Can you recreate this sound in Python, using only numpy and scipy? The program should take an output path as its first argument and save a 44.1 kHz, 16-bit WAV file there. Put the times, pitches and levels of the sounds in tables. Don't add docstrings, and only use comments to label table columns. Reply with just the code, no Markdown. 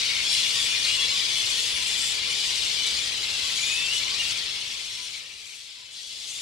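import sys
import numpy as np
from scipy import signal
from scipy.fft import rfft, irfft, next_fast_len
from scipy.io import wavfile
from scipy.ndimage import uniform_filter1d

SR = 44100
rng = np.random.default_rng(int(sys.argv[2]) if len(sys.argv) > 2 else 0)


def put_to_file(sound):
    columns = np.atleast_2d(sound).T
    safe = np.clip(columns, -1, 1)
    whole_steps = np.round(safe * 32767)
    wavfile.write(sys.argv[1], SR, whole_steps.astype(np.int16))


N = 282681
FREQS = np.arange(N // 2 + 1) * SR / N
FFT_SIZE = next_fast_len(N, True)
TOP_HZ = 15700


def undb(db):
    return 10 ** (np.asarray(db) / 20)


def unit(x):
    return x / np.sqrt(np.mean(x ** 2) + 1e-18)


def curve(table, column):
    rows = np.array(table)
    return np.interp(np.arange(N) / SR, rows[:, 0], rows[:, column])


def over_freqs(points):
    hz, value = np.transpose(points)
    return np.interp(np.log(FREQS + 1), np.log(hz), value)


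def colour(x, points):
    spectrum = rfft(x)
    power = uniform_filter1d(np.mean(np.abs(spectrum) ** 2, axis=0), size=2001)
    flat = spectrum / np.sqrt(np.abs(power) + 1e-9)
    return unit(irfft(flat * undb(over_freqs(points)), N))


def below(x, hz):
    return irfft(rfft(x) / (1 + (FREQS / hz) ** 12), N)


def wander(n, rate):
    place = np.arange(n) * rate / SR
    knots = rng.standard_normal(n // 8 + 2)
    return np.interp(place, np.arange(len(knots)), knots)


def add(track, start, sound):
    i = int(start * SR)
    first, last = max(i, 0), min(i + len(sound), N)
    if last > first:
        track[first:last] += sound[first - i:last - i]


def cry(length, first_hz, last_hz, arch, throat_hz, rough,
        throat_width=0.17, jitter=0.134, quaver=0.0054, flutter_db=4):
    n = max(int(length * SR), 64)
    u = np.linspace(0, 1, n)
    pitch = (first_hz + (last_hz - first_hz) * u) * (1 + arch * np.sin(np.pi * u))
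    unsteady = 1 + quaver * wander(n, 111.0) + jitter * rough * wander(n, 1800)
    phase = 2 * np.pi * np.cumsum(pitch * unsteady) / SR
    centre_hz = pitch.mean()
    tone = 0
    for k in range(1, int(TOP_HZ / centre_hz) + 1):
        detune = k * centre_hz / throat_hz - throat_hz / (k * centre_hz)
        resonance = 1 / np.hypot(1, detune / throat_width)
        tone = tone + np.sin((k * phase).astype(np.float32)) * resonance
    swell = np.abs(np.sin(np.pi * u)) ** 0.2
    flutter = undb(flutter_db * np.sqrt(abs(rough)) * wander(n, 171))
    return unit(tone * swell * flutter)


def rattle(call, rate, depth):
    pulses = 1 - depth * np.cos(2 * np.pi * rate * np.arange(len(call)) / SR)
    return unit(call * pulses)


def trees(x, wet_db, t60):
    t = np.arange(SR // 2) / SR
    echoes = rng.standard_normal((2, len(t))) * np.exp(-np.log(1000) * t / t60)
    echoes /= np.sqrt(np.sum(echoes ** 2, axis=1, keepdims=True))
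    wet = undb(wet_db)
    scattered = signal.fftconvolve(x[None], echoes, axes=1)[:, :N]
    return (x + wet * scattered) / np.hypot(1, wet)


def grove(count, lead_s=.15, glide_share=.25, arch_share=.1, spread_db=2.5):
    out = np.zeros(N)
    traits = rng.random((count, 10))
    for turn, (when, size, pitch, glide, bend, throat, rasp, near, bout, pace) in enumerate(traits):
        start = (turn + when) / count * (N / SR + lead_s) - lead_s
        length = .018 * 4 ** size
        hz = 1400 * 2.7 ** pitch
        last_hz = hz * (1 + glide_share * (glide - .5))
        throat_hz = max(hz, 2700 * 2.93 ** (throat ** 2))
        rough = .14 + .6 * rasp * (1 - .5 * pitch)
        pulses_per_s = np.interp(pace, [0, 1], [45, 170])
        for k in range(1 + int(5 * bout * (1 - size))):
            call = cry(length, hz, last_hz, arch_share * bend, throat_hz, rough, flutter_db=4)
            call = rattle(call, pulses_per_s, rasp)
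            add(out, start + k * length * 1.7, call * undb(spread_db * near))
    return trees(out, wet_db=-1, t60=.25)


# f/Hz, relative spectral density level/dB
VOICE_SPECTRUM = [(300, -55), (800, -24), (1100, -22), (1620, -21), (2150, -10), (2600, -7.5), (2950, -2),
                  (3220, -1), (3400, 1), (3750, 0), (4400, 0), (5050, -3), (5350, -3.5), (5900, -8),
                  (6500, -11), (7200, -13), (7700, -14.5), (8800, -18), (10100, -20.5), (11000, -26.5),
                  (12000, -27.5), (15500, -43.5)]


def crowd(even_s=.085):
    spectrum = rfft(colour(grove(count=860), VOICE_SPECTRUM), FFT_SIZE)
    band = np.digitize(np.arange(FFT_SIZE // 2 + 1) * SR / FFT_SIZE, np.geomspace(1500, 11000, num=11))
    out = 0
    for k in np.unique(band):
        x = irfft(spectrum * (band == k), FFT_SIZE)[:, :N]
        power = np.mean(x ** 2, axis=0)
        local_power = uniform_filter1d(power, int(even_s * SR)) + 1e-12
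        out = out + x * np.sqrt(power.mean() / local_power)
    return out


def far_wash(shared=.6, flicker_db=.7):
    noise = rng.standard_normal((2, N)) + shared * rng.standard_normal(N)
    spectrum = rfft(noise, FFT_SIZE)
    band = np.digitize(np.arange(FFT_SIZE // 2 + 1) * SR / FFT_SIZE, np.geomspace(900, 11000, num=13))
    out = 0
    for k in np.unique(band):
        hiss = irfft(spectrum * (band == k), FFT_SIZE)[:, :N]
        out = out + hiss * undb(flicker_db * wander(N, 54))
    return out


# t/s, main din level/dB, shrill treble level/dB
DIN_LEVELS = [(0.0, -25, -37.5), (0.2, -28.5, -37.5), (0.31, -25, -35.5), (0.39, -24, -33),
              (0.44, -26.5, -35), (0.62, -27, -33.5), (0.76, -26.5, -37), (0.87, -27.5, -35),
              (1.05, -26.5, -37), (1.18, -26.5, -37), (1.65, -28, -33.5), (1.75, -29, -37.5),
              (2.11, -28, -33), (2.2, -29.5, -41.5), (2.42, -27, -36.5), (2.97, -28, -38), (3.17, -31, -40),
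              (3.45, -28.5, -37), (3.66, -29, -35.5), (3.87, -31, -38), (3.96, -27.5, -36),
              (4.1, -29, -41.5), (4.28, -29, -36.5), (4.48, -31.5, -43.5), (4.76, -34.5, -42.5),
              (5.16, -37.5, -45), (5.27, -42.5, -51.5), (5.52, -43.5, -47.5), (5.74, -42.5, -53),
              (5.9, -46.5, -54.5), (5.97, -40, -47.5), (6.25, -37.5, -45), (6.3, -37.5, -41.5),
              (6.41, -38.5, -42)]
# t/s, level/dB
SQUAWK_LEVELS = [(0, -35.5), (0.3, -34.5), (0.85, -33.5), (1.05, -35), (1.9, -35.5), (2.15, -36),
                 (3.1, -36.5), (3.6, -36), (4.25, -36), (4.5, -38.5), (4.85, -43), (5.2, -46),
                 (5.35, -50.5), (5.8, -52), (6.1, -51), (6.41, -45.5)]


def colony(squawk_hz=2850, treble_hz=6300, squawk_db=-1.0, din_db=-2.5, treble_db=-1.9, smooth_s=0.059):
    wash = undb(-3) * colour(far_wash(), VOICE_SPECTRUM)
    voices = colour(crowd(), VOICE_SPECTRUM) + wash
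    low, body = below(voices, squawk_hz), below(voices, treble_hz)
    registers = [(low, curve(SQUAWK_LEVELS, column=1) + squawk_db),
                 (body - low, curve(DIN_LEVELS, column=1) + din_db),
                 (voices - body, curve(DIN_LEVELS, column=2) + treble_db)]
    out = 0
    for x, db in registers:
        smooth_db = uniform_filter1d(db, int(smooth_s * SR) + 1)
        out = out + x / np.std(x.mean(axis=0)) * undb(smooth_db)
    return out


# f/Hz, relative spectral density level/dB
RUMBLE_SPECTRUM = [(22, -36), (36, -15), (52, -1.5), (100, -1), (170, -4), (300, -9), (460, -4),
                   (680, -9.5), (1400, -12), (4000, -28.5)]
# t/s, level/dB
RUMBLE_LEVELS = [(0, -48), (4.25, -48.5), (5.75, -66.5), (6.41, -57.5)]


def open_air(alike_hz=190, trim_db=0.8):
    own_gain = np.minimum((FREQS / alike_hz) ** 2, 2)
    own = irfft(rfft(rng.standard_normal((2, N))) * own_gain, N)
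    rumble = colour(rng.standard_normal(N) + own, RUMBLE_SPECTRUM)
    return rumble * undb(curve(RUMBLE_LEVELS, column=1) + trim_db)


# start t/s, length t/s, throat resonance f/Hz, level/dB
SCREECH_CALLS = [(0, .22, 2180, -37.5), (.305, 0.074, 9400, -39), (0.838, .029, 4200, -28.5),
                 (.865, 0.071, 2450, -37), (.871, 0.06, 4270, -35), (1.143, .069, 3550, -36),
                 (1.162, 0.046, 4750, -35), (1.347, .07, 9700, -42), (1.812, .14, 7600, -40.5),
                 (1.87, .018, 10800, -39), (2.42, 0.28, 7550, -42), (2.861, .022, 3800, -30.5),
                 (2.862, .018, 7300, -36.5), (2.862, .02, 10800, -42), (2.945, .054, 4080, -35),
                 (3.229, 0.027, 3900, -33), (3.3, .016, 4000, -32.5), (3.93, 0.064, 7600, -39),
                 (4.101, 0.055, 4650, -35.5), (4.219, .13, 2750, -40), (4.308, .04, 9000, -47),
                 (5.129, .057, 4100, -45), (5.133, .055, 2130, -48), (5.14, 0.11, 2480, -54),
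                 (5.29, 0.043, 2470, -53), (5.369, .06, 2460, -54), (5.46, .04, 2420, -51),
                 (5.518, .05, 2460, -52), (5.915, .03, 7950, -51), (5.942, .069, 4000, -47)]


def screeches(voice_hz=1264, arch=.035, rough=0.724):
    out = np.zeros(N)
    for start, length, throat_hz, db in SCREECH_CALLS:
        hz = throat_hz / round(throat_hz / voice_hz)
        add(out, start, undb(db) * cry(length, hz, hz, arch, throat_hz, rough))
    return out


# start t/s, length t/s, pitch f/Hz, throat resonance f/Hz, level/dB
SQUEAL_CALLS = [(.278, 0.076, 1795, 5370, -34.5), (.575, .055, 1175, 4720, -38),
                (.575, 0.059, 2360, 9460, -42), (.56, .06, 2360, 7100, -43), (1.085, .035, 1655, 4980, -38),
                (1.499, 0.16, 1075, 4300, -38), (1.53, 0.051, 3490, 10450, -48),
                (1.695, 0.096, 3380, 10150, -43), (2.004, 0.047, 2730, 8250, -38),
                (2.36, .05, 2310, 9250, -47.5), (3.735, .06, 3530, 10590, -47),
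                (4.295, 0.031, 1460, 4400, -37), (4.85, .25, 1340, 5360, -49),
                (5.015, .06, 1820, 9100, -51), (5.02, .06, 1925, 5770, -49), (5.565, .05, 2000, 8000, -55)]
HELD_ARCH = 0.00623


def squeals(rise=0.0193, rough=0.136):
    out = np.zeros(N)
    for start, length, hz, throat_hz, db in SQUEAL_CALLS:
        lift = hz * rise / 2
        add(out, start, undb(db) * cry(length, hz - lift, hz + lift, HELD_ARCH, throat_hz, rough))
    return out


# start t/s, length t/s, pitch f/Hz, throat resonance f/Hz, level/dB
BUZZ_CALLS = [(.3, 0.069, 371, 8400, -40.5), (.85, .14, 400, 7750, -43), (1.978, .155, 346, 7750, -40)]


def buzzes():
    out = np.zeros(N)
    for start, length, hz, throat_hz, db in BUZZ_CALLS:
        call = cry(length, hz, hz, HELD_ARCH, throat_hz, rough=.04, throat_width=.1, quaver=.012)
        add(out, start, undb(db) * call)
    return out


# start t/s, length t/s, pitch f/Hz, level/dB
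WAIL_CALLS = [(.311, .11, 3360, -36), (.409, 0.13, 3410, -38), (0.591, 0.054, 3400, -35),
              (1.09, .11, 3460, -37), (1.281, 0.16, 3370, -38.5), (1.378, .045, 3080, -37),
              (1.501, 0.16, 3340, -38), (1.64, 0.14, 3470, -39), (1.85, 0.28, 3410, -40.5),
              (3.625, .1, 3600, -36), (3.765, .1, 3550, -35), (3.84, .04, 3200, -37),
              (4.848, .13, 3400, -47), (6.102, 0.16, 3430, -53), (6.355, 0.044, 3560, -43)]
WHISTLE_ARCH = 0.00857


def wails(throb_per_s=59, throb_depth=.45):
    out = np.zeros(N)
    for start, length, hz, db in WAIL_CALLS:
        call = cry(length, hz, hz, WHISTLE_ARCH, hz, rough=.15, quaver=.009)
        add(out, start, undb(db) * rattle(call, throb_per_s, throb_depth))
    return out


# start t/s, length t/s, first pitch f/Hz, rise in f/(Hz per s), level/dB
WHISTLE_CALLS = [(.44, 0.08, 2800, 600, -38), (.562, .045, 3630, 100, -36.5), (0.662, 0.21, 2400, 152, -39),
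                 (.875, .09, 2780, 1400, -32), (0.892, .09, 3300, 300, -37), (.994, 0.07, 3330, 500, -29),
                 (1.602, 0.17, 2900, 500, -42), (2.24, .11, 2950, 301, -44), (2.78, 0.11, 3000, 197, -36.5),
                 (2.82, .09, 3515, 298, -37), (2.904, .018, 8100, -20000, -39.5),
                 (3.04, .016, 8100, -15000, -43), (3.625, 0.28, 2402, 1171, -35),
                 (3.884, 0.054, 2655, 4500, -31), (3.936, .04, 2930, 0, -32.5),
                 (4.193, 0.025, 2810, 900, -27.5), (6.285, .033, 6500, -17000, -43),
                 (6.297, .022, 8300, 10000, -45)]


def whistles():
    out = np.zeros(N)
    for start, length, hz, rise, db in WHISTLE_CALLS:
        last_hz = hz + rise * length
        call = cry(length, hz, last_hz, WHISTLE_ARCH, hz, rough=.035, quaver=.005, flutter_db=8)
        add(out, start, undb(db) * call)
    return out


# start t/s, length t/s, level/dB
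HOOT_CALLS = [(.515, .08, -54.5), (.965, .17, -54.5), (1.48, .27, -55.5), (2.25, .062, -53)]


def hoots(hz=475):
    out = np.zeros(N)
    for start, length, db in HOOT_CALLS:
        add(out, start, undb(db) * cry(length, hz, hz, 0.0187, hz, rough=.45, quaver=.022))
    return out


# start t/s, pitch at the ends f/Hz, arch [share of the pitch], level/dB
HONK_CALLS = [(.535, 1060, 0.037, -45.5), (.98, 978, 0.17, -45), (1.105, 1057, .07, -45),
              (1.465, 1030, .04, -49), (1.745, 970, .07, -51), (2.151, 980, .11, -51),
              (2.255, 1010, .11, -49), (2.468, 983, .08, -48), (3.419, 1023, 0.083, -46),
              (4.04, 950, 0.113, -46), (4.099, 1013, .11, -47), (4.71, 1005, .11, -56),
              (4.96, 935, .08, -57.5), (5.77, 930, .11, -62)]


def honks(length=.075):
    out = np.zeros(N)
    for start, hz, arch, db in HONK_CALLS:
        add(out, start, undb(db) * cry(length, hz, hz, arch, hz, rough=.28, quaver=.014))
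    return out


# start t/s, number of chirps, first pitch f/Hz, level/dB
CHIRP_BOUTS = [(.632, 1, 3660, -38), (2.302, 1, 3420, -40), (2.297, 1, 4400, -42), (2.964, 2, 3330, -40),
               (3.557, 1, 3230, -42), (3.607, 3, 3250, -36.5), (5.45, 1, 3600, -54), (5.49, 2, 4600, -59)]


def chirps(length=0.0317, every_s=.054, rise=0.0533, arch=0.0405, rough=0.093):
    out = np.zeros(N)
    for start, count, hz, db in CHIRP_BOUTS:
        for k in range(round(count)):
            call = cry(length, hz, hz * (1 + rise), arch, 2.15 * hz, rough, throat_width=.3)
            add(out, start + k * every_s, undb(db) * call)
    return out


# start t/s, length t/s, pitch at the ends f/Hz, level/dB
YELP_CALLS = [(6.26, 0.038, 2900, -48), (6.301, 0.044, 3100, -43.5), (6.347, 0.07, 3110, -44)]


def yelps():
    out = np.zeros(N)
    for start, length, hz, db in YELP_CALLS:
        call = cry(length, hz, hz, arch=.18, throat_hz=2 * hz, rough=.03, throat_width=.5)
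        add(out, start, undb(db) * call)
    return out


def near_bats(air_hz=11400, near_db=1.5):
    voices = screeches() + squeals() + buzzes() + wails() + whistles() + chirps() + yelps()
    return undb(near_db) * trees(below(voices, air_hz), wet_db=-11, t60=0.27)


def deep_roost():
    return trees(hoots() + honks(), wet_db=-8.0, t60=0.23)


def scene():
    return colony() + open_air() + near_bats() + deep_roost()


# f/Hz, left minus right level/dB
EAR_BALANCE = [(60, 0.5), (200, -1.5), (380, 5.5), (700, 1.5), (1290, 4.5), (2380, 8), (4400, 3.5),
               (8120, 6), (15000, -0.5)]
# f/Hz, left minus right phase [rad]
EAR_PHASE = [(130, 0), (400, -1.6), (860, -2.2), (1810, -1.4), (2930, -.8), (5430, -.3), (6900, -.8),
             (9000, -.4), (12000, 1.9)]


def record(dry):
    side = np.array([[1], [-1]]) / 2
    ports = undb(side * over_freqs(EAR_BALANCE)) * np.exp(1j * side * over_freqs(EAR_PHASE))
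    stereo = irfft(rfft(dry) * ports, N)
    top_cut = signal.ellip(10, .2, 80, TOP_HZ, fs=SR, output="sos")
    return signal.sosfilt(top_cut, stereo)


dry = scene()
out = record(dry)
put_to_file(out)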